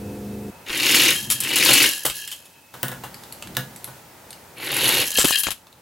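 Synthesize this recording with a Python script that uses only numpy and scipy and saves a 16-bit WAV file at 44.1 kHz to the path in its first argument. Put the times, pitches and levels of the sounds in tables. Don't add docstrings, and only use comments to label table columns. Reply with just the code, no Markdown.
import sys
import numpy as np
from scipy import signal
from scipy.fft import rfft, irfft, next_fast_len
from scipy.io import wavfile
from scipy.ndimage import uniform_filter1d, map_coordinates

SR = 44100
rng = np.random.default_rng(int(sys.argv[2]) if len(sys.argv) > 2 else 0)


def persist_wave(psi):
    counts = np.round(np.clip(psi, -1, 1) * 32767).astype(np.int16)
    wavfile.write(sys.argv[1], SR, np.atleast_2d(counts).T)


N = 256220

# (frequency [Hz], relative level [dB per Hz])
AXLE_CHATTER = [(2500, -16), (5000, -4), (7400, -3.5), (8800, -5.5), (10200, -1.5), (10800, 0.5),
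                (11300, 2), (12300, -7), (15800, -9)]
# (frequency [Hz], relative level [dB per Hz])
SHARP_CRACK = [(150, -33), (900, -22), (1600, 6.5), (2300, -8), (3700, 3.5), (4700, -6), (8000, -5.5),
               (15800, -2)]


def amp(db):
    return 10 ** (np.asarray(db) / 20)


def unit(x):
    return x / np.sqrt(np.mean(x ** 2) + 1e-20)


def along(points, hz):
    point_hz, values = np.transpose(points)
    return np.interp(np.log(hz + 1), np.log(point_hz), values)


def since(s):
    return np.maximum(np.arange(N) / SR - s, 0)


def gate(start, stop, fade_db_per_s):
    attack_s = 0.025
    return np.minimum(since(start) / attack_s, 1) * amp(-fade_db_per_s * since(stop))


def wobble(rate):
    knots = rng.standard_normal(int(N * rate / SR) + 4)
    return map_coordinates(knots, [np.arange(N) * rate / SR])


def filtered(x, response):
    m = next_fast_len(N + SR // 2)
    return irfft(rfft(x, m) * response(np.fft.rfftfreq(m, 1 / SR)), m)[..., :N]


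def noise(spectrum):
    return unit(filtered(rng.standard_normal(N), lambda hz: amp(along(spectrum, hz))))


def add(track, s, sound):
    room_left = track[round(s * SR):][:len(sound)]
    room_left += sound[:len(room_left)]


def blow(spectrum, t60, ring_db, tilt=0, focus_hz=4000, focus_db=0, uneven_db=0,
         crack=0.0068, rise=0.00014, size=8192):
    t, hz = np.arange(size) / SR, np.fft.rfftfreq(size, 1 / SR)
    decay = amp(-60 * t / crack) + amp(ring_db - 60 * t / t60)
    burst = rng.standard_normal(size) * decay * (1 - np.exp(-t / rise))
    spot = uneven_db * map_coordinates(rng.standard_normal(32), [hz / SR * 60])
    focus = focus_db * np.exp(-(np.log2((hz + 1) / focus_hz) / 0.15) ** 2)
    level = along(spectrum, hz) + tilt * np.log2((hz + 500) / 4000) + spot + focus
    cepstrum = irfft(np.log(amp(level)))
    hit = irfft(rfft(burst) * np.exp(rfft(2 * cepstrum[:size // 2], size)))
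    return hit / np.linalg.norm(hit)


def rattle(spectrum, rate, scatter_db, t60, ring_db, uneven_db=0, count=12):
    out = np.zeros(N)
    number = int(rate / count * N / SR)
    for point in range(count):
        places = rng.integers(N, size=2000)
        sizes = np.clip(rng.standard_normal(2000), -2, 1.6)
        load = 4 * np.clip(rng.standard_normal(N // 1200 + 1), -2, 1.5)
        blows_db = scatter_db * sizes + load[places // 1200]
        kicks = np.bincount(places[:number], amp(blows_db)[:number], N)
        contact = blow(spectrum, t60, ring_db, uneven_db=uneven_db, crack=0.001)
        out += signal.oaconvolve(kicks, contact)[:N]
    power = uniform_filter1d(out ** 2, SR // 25)
    return out / np.sqrt(np.abs(power) + 1e-9)


def widen(mid, side):
    # (frequency [Hz], side share [dB])
    side_share = [(100, -18.5), (250, -14), (600, -7.5), (3000, -5), (15000, -7.5)]
    side = filtered(side, lambda hz: amp(along(side_share, hz)))
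    return np.array([mid + side, mid - side])


def nearby(x, scatter_db):
    scatter = blow([(20, 0), (16000, 0)], t60=.02, ring_db=0)
    return widen(x, amp(scatter_db) * signal.oaconvolve(x, scatter)[:N])


def bedroom(x):
    # (frequency [Hz], time to fall by 60 dB [s])
    decay_times = [(120, 0.098), (500, 0.096), (3000, 0.26), (8000, 0.26), (15000, 0.22)]
    hz, t, z = signal.stft(rng.standard_normal((2, SR // 2)), SR, nperseg=256)
    fade = amp(-60 * t / along(decay_times, hz)[:, None])
    tail = signal.istft(z * fade, SR, nperseg=256)[1]
    late = np.pad(x, (round(.003 * SR), 0))
    return widen(*signal.fftconvolve(late[None], tail / np.linalg.norm(tail[0]), axes=1)[:, :N])


def air():
    # (start [s], room tone level [dB], hiss level [dB])
    stretches = [(0, -47, -51), (1.43, -55.5, -54), (2.735, -46.5, -47.5), (4.0, -48, -50),
                 (5.3, -54, -56.5)]
    # (frequency [Hz], relative level [dB per Hz])
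    hush_spectrum = [(15, -66), (25, -26), (80, -5.5), (126, -3.5), (184, -4), (216, -5.5), (342, -7.5),
                     (587, -7), (729, -9), (905, -4.5), (1060, -12.5), (1360, -12), (3580, -20),
                     (10800, -22), (15800, -21)]
    # (frequency [Hz], relative level [dB per Hz])
    whine_spectrum = [(2300, -60.5), (2540, -4), (2600, 3), (2660, -13), (2900, -61.5)]
    starts, *levels = np.transpose(stretches)
    stretch = np.searchsorted(starts[1:], np.arange(N) / SR)
    tone, hiss = amp(uniform_filter1d(np.array(levels)[:, stretch], size=900, axis=1))
    hush = widen(noise(hush_spectrum), noise(hush_spectrum))
    low = filtered(hush, lambda hz: 1 / (1 + (hz / 2200) ** 4))
    whine = amp(-61.5 + 1.5 * wobble(25)) * noise(whine_spectrum)
    whine *= np.arange(N) < 2.73 * SR
    return tone * amp(wobble(5.5)) * unit(low) + hiss * unit(hush - low) + whine


def zoom():
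    # (multiple of the shaft rate, relative level [dB])
    harmonics = [(3, -14.5), (4, -8.5), (5, -10.5), (7, -13), (8, 1), (9, -11), (11, -8.5), (13, -10),
                 (15, -12), (17, -7.5), (19, -15), (20, -11.5), (28, -17)]
    # (frequency [Hz], relative level [dB per Hz])
    motor_spectrum = [(30, -25), (80, 1), (200, -7.5), (480, -5.5), (650, -13.5), (1200, -32),
                      (4000, -28.5)]
    t = np.arange(N) / SR
    turns = 25.68 * t + .008 * wobble(12)
    hum = np.zeros(N)
    for order, db in harmonics:
        phase = order * turns + rng.random()
        hum += amp(db + 1.8 * wobble(11.4)) * np.sin(2 * np.pi * phase)
    running = np.clip((.51 - t) / .01, 0, 1)
    return running * (amp(-34.0) * hum + amp(-43.0) * noise(motor_spectrum))


def swaying():
    # (strongest moment [s], level [dB])
    sways = [(1.135, -40), (1.29, -43), (2.98, -46), (3.5, -39)]
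    # (frequency [Hz], relative level [dB per Hz])
    flutter_spectrum = [(40, -17), (100, -2), (130, 1.5), (190, 0.5), (260, -2.5), (400, -14.5), (900, -41)]
    rise_db_per_s, fade_db_per_s = 200, 57
    t = np.arange(N) / SR
    swing = np.zeros(N)
    for s, db in sways:
        swing += amp(db - rise_db_per_s * np.maximum(s - t, 0) - fade_db_per_s * since(s))
    return swing * noise(flutter_spectrum)


def clacks_and_ticks():
    # (time [s], crack level [dB], crack brightness [dB per octave], hollow ring level [dB], boom level [dB])
    clacks = [(1.690, -12, -2, -10.5, -11.5), (2.05, -17, 3, -14, -21.5), (2.739, -45, 5, -29, -28),
              (2.8304, -7, 1.5, -18.5, -11), (2.882, -15, 3, -26, -19.5), (2.916, -27.5, 1, -25.5, -16.5),
              (3.036, -45, -1, -23, -27), (3.568, -7, -1, -21, -9.5), (3.875, -57.5, 6, -32.5, -27)]
    # (time [s], level [dB], accented frequency [Hz])
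    finger_ticks = [(3.143, -24.5, 4650), (3.236, -28, 4800), (3.324, -21, 10600), (3.424, -19.5, 2870),
                    (3.472, -26.5, 2940), (3.55, -28, 4180), (3.761, -25.5, 8100), (3.843, -16.5, 11000),
                    (4.306, -24.5, 9050), (4.329, -26, 4640), (5.669, -36, 2600), (5.727, -37, 3960)]
    # (frequency [Hz], relative level [dB], time to fall by 60 dB [s])
    boom_modes = [(131.5, 2, 0.29), (161.8, -5.5, 0.27), (189, -4, 0.31), (248.7, -5, 0.29),
                  (508.6, -4, 0.2), (710, -6, 0.2), (1410, -16, 0.36), (1480, 1, 0.14), (1680, -10, 0.27)]
    # (frequency [Hz], relative level [dB per Hz])
    hollow_spectrum = [(60, -36), (200, -15), (330, -2), (500, 0.5), (700, 0), (850, 1), (1200, -1),
                       (1500, -2), (1850, -2.5), (2300, -12.5), (2700, -9), (3800, -9.5), (4600, -17),
                       (15800, -13.5)]
    # (frequency [Hz], relative level [dB per Hz])
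    plastic_spectrum = [(200, -19), (1500, -3), (3200, -4.5), (4200, 1.5), (5500, -8.5), (8000, -4.5),
                        (9500, -9), (11500, -1), (15800, -29)]
    out, t = np.zeros(N), np.arange(SR // 2) / SR
    for s, crack_db, tilt, ring_db, boom_db in clacks:
        crack = blow(SHARP_CRACK, t60=.05, ring_db=-28, tilt=tilt, crack=0.014)
        add(out, s, amp(crack_db + 14) * crack)
        add(out, s, amp(ring_db + 20) * blow(hollow_spectrum, t60=.15, ring_db=-4, rise=.001))
        boom = np.zeros(len(t))
        for hz, level, t60 in boom_modes:
            mode_db = level + 2 * rng.standard_normal()
            boom += amp(mode_db - 60 * t / t60) * np.sin(2 * np.pi * hz * t)
        add(out, s, amp(boom_db - 17.0) * boom * (1 - np.exp(-t / 0.0065)))
    for s, db, focus_hz in finger_ticks:
        tilt = -0.65 + 3.2 * np.log2(focus_hz / 4000)
        tick = blow(plastic_spectrum, t60=0.063, ring_db=-17, tilt=tilt, focus_hz=focus_hz, focus_db=8.5,
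                    crack=0.0084, rise=0.00075)
        add(out, s, amp(db + 12.5) * tick)
    return out


def bumps():
    # (time [s], level [dB], centre frequency [Hz])
    case_bumps = [(5.184, -11, 485), (5.188, -3, 510), (5.243, -5.5, 466), (5.25, -0.5, 317),
                  (5.308, -3, 1060), (5.469, -5, 1210), (5.486, -8.5, 930)]
    out, t = np.zeros(N), np.arange(SR // 20) / SR
    for s, db, hz in case_bumps:
        add(out, s, amp(db - 3.5) * np.sin(2 * np.pi * hz * t) * np.exp(-t * hz / 0.73))
    return filtered(out, lambda hz: (1j * hz / (70 + 1j * hz)) ** 2)


def car_body(hz):
    # (frequency [Hz], width [Hz], relative level [dB])
    body_modes = [(1695, 80, -3), (1860, 24, -10), (2453, 26, 3), (2760, 210, 3.5), (3183, 31, 9),
                  (4150, 340, -4), (5060, 250, -6)]
    response = 0
    for k, (centre, width, db) in enumerate(body_modes):
        damping = 1j * hz * width
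        response = response + (-1) ** k * amp(db) * damping / (centre * centre - hz * hz + damping)
    return response


def clatter():
    # (time [s], level [dB], knocking span [s], brightness [dB per octave], accented frequency [Hz])
    strikes = [(0.701, -13, .005, -6, 2460), (1.301, -1, .025, 1.5, 10600), (1.403, -4, .005, 4.5, 9700),
               (1.436, -8.5, .005, 2, 2850), (1.557, -1.5, .005, 3, 10200), (1.825, -1, .005, 3, 10200),
               (2.053, -3, .015, 5, 2950), (2.098, -9.5, .005, -3, 2720), (2.276, -16, .005, 2, 3120),
               (2.315, -15, .015, 1.5, 3100), (2.455, -30.5, .005, -1, 10400), (5.184, 0.5, .035, -1, 7660),
               (5.244, -0.5, .015, -2.5, 10900), (5.308, -8, .005, 1.5, 3060),
               (5.384, -5.5, .025, 10, 10500), (5.434, -6.5, .005, 1.5, 11500),
               (5.468, -7.5, .005, -5.5, 6900), (5.505, -10.5, .015, -1.5, 11100)]
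    # (frequency [Hz], relative level [dB per Hz])
    shell_spectrum = [(100, -9), (700, -13), (1300, -2.5), (1800, -6), (3000, 4.5), (5500, -3), (7800, 0.5),
                      (9000, -3), (11200, 0), (13000, -3.5), (15800, -11)]
    knock_gap_s, knock_loss_db = .0095, 1
    out = np.zeros(N)
    for s, db, length, tilt, focus_hz in strikes:
        delays = np.arange(0, max(length, knock_gap_s), knock_gap_s)
        for k, delay in enumerate(delays):
            hit = blow(shell_spectrum, t60=0.08, ring_db=-9.5, tilt=tilt, focus_hz=focus_hz, focus_db=8,
                       crack=0.0086, rise=0.0015)
            add(out, s + delay, amp(db + 11.5 - knock_loss_db * k) * hit)
    return out + amp(-9) * filtered(out, car_body)


def spinning():
    # (jolt [s], stopped [s], body ring level [dB], tick level [dB])
    spins = [(1.114, 1.27, -32, -25.5), (1.288, 1.5, -30, -36), (1.83, 2.19, -28.5, -22),
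             (2.138, 2.596, -34, -32.5), (5.048, 5.153, -31.5, -23.5), (5.148, 5.244, -22, -20.5),
             (5.258, 5.346, -24, -18.5), (5.333, 5.497, -26, -26.5)]
    coast_db_per_s, stop_db_per_s = 75, 400
    ring, tick = np.zeros((2, N))
    for start, stop, ring_db, tick_db in spins:
        spin = gate(start, stop, stop_db_per_s) * amp(-coast_db_per_s * since(start))
        ring += amp(ring_db) * spin
        tick += amp(tick_db) * spin
    buzz = rattle(SHARP_CRACK, rate=770, scatter_db=4, t60=0.0043, ring_db=-32.0)
    body = unit(filtered(buzz, car_body))
    ticks = rattle(AXLE_CHATTER, rate=420, scatter_db=5, t60=.025, ring_db=-9, uneven_db=4)
    return amp(3 * wobble(23)) * ring * body + tick * ticks


def drive(power):
    # (let go [s], leaves the end [s], level at full speed [dB], starting speed [0-1])
    runs = [(0.654, 1.107, -17, 0.2), (1.402, 1.855, -16.5, 0.21), (4.557, 5.022, -21.5, 0.16)]
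    ramp_s = 0.3
    bend_db, bend_s = 1.5, 0.014
    track_fade_db_per_s = 291
    out, t = np.zeros(N), np.arange(N) / SR
    for start, leaves, db, push in runs:
        speed = np.clip(push + (1 - push) * since(start) / ramp_s, 0, 1)
        pressed_db = bend_db * np.exp(-((t - start - ramp_s) / bend_s) ** 2)
        out += amp(db + pressed_db) * speed ** power * gate(start, leaves, track_fade_db_per_s)
    return out


def rolling():
    # (frequency [Hz], relative level [dB per Hz])
    roar_spectrum = [(40, -44), (300, -31), (650, -17.5), (950, -10), (1200, -12.5), (1700, -5), (2150, -3),
                     (2850, 4.5), (3500, -4), (4150, -2.5), (5000, -8.5), (6000, -13.5), (9000, -22.5)]
    # (frequency [Hz], relative level [dB per Hz])
    drum_spectrum = [(40, -42), (85, -30), (130, 0.5), (200, -11.5), (290, 6.5), (400, 0.5), (520, -1),
                     (650, -16.5), (1200, -33.5)]
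    # (frequency [Hz], gain [dB])
    carpet_colour = [(130, 6.5), (300, -0.5), (500, 5), (680, 10), (1000, 3.5), (2500, -0.5), (4000, 4),
                     (5000, -1), (9000, -0.5), (11700, 6.5), (15000, -1)]
    roar = drive(1.11)
    hard = rattle(roar_spectrum, rate=1100, scatter_db=4, t60=.035, ring_db=-12, uneven_db=5, count=24)
    soft = filtered(hard, lambda hz: 1 / np.sqrt(1 + (hz / 2600) ** 6))
    force = np.clip(roar / amp(-19), 0, 1)
    strip = roar * ((1 - force) * soft + force * hard)
    chatter = drive(1.86) * amp(-3.5 + 2 * wobble(35))
    axles = chatter * rattle(AXLE_CHATTER, rate=650, scatter_db=6.5, t60=0.025, ring_db=-14.5,
                             uneven_db=3, count=20)
    drumming = rattle(drum_spectrum, rate=360, scatter_db=8, t60=0.13, ring_db=-4.0)
    span = amp(-13) * drive(1.2) * drumming
    sound = strip + axles + span
    last_run = np.arange(N) > 4 * SR
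    return np.where(last_run, filtered(sound, lambda hz: amp(along(carpet_colour, hz))), sound)


def scene():
    # (time [s], left minus right [dB])
    car_pan = [(1.0, 1.5), (1.3, 1.5), (1.7, 3), (2.1, .3), (5.1, 0), (5.3, 5.5), (5.5, 8.5)]
    t = np.arange(N) / SR
    car = rolling() + spinning() + clatter()
    near = np.interp(t, [5.0, 5.2], [0, 1])
    pan_db = np.interp(t, *np.transpose(car_pan))
    track = clacks_and_ticks() + swaying()
    scatter_db, case_scatter_db = -10.5, 2
    direct = nearby(car, scatter_db) * amp(np.array([pan_db, -pan_db]) / 2)
    direct += nearby(track, scatter_db) + nearby(bumps(), case_scatter_db)
    wet = bedroom(car * amp(-7.0 - 6.5 * near) + amp(-6.0) * track)
    return direct + wet + zoom() + air()


def record(dry):
    held = dry / (1 + np.abs(dry) ** 6) ** (1 / 6)
    return filtered(held, lambda hz: hz < 16000)


dry = scene()
out = record(dry)
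persist_wave(out)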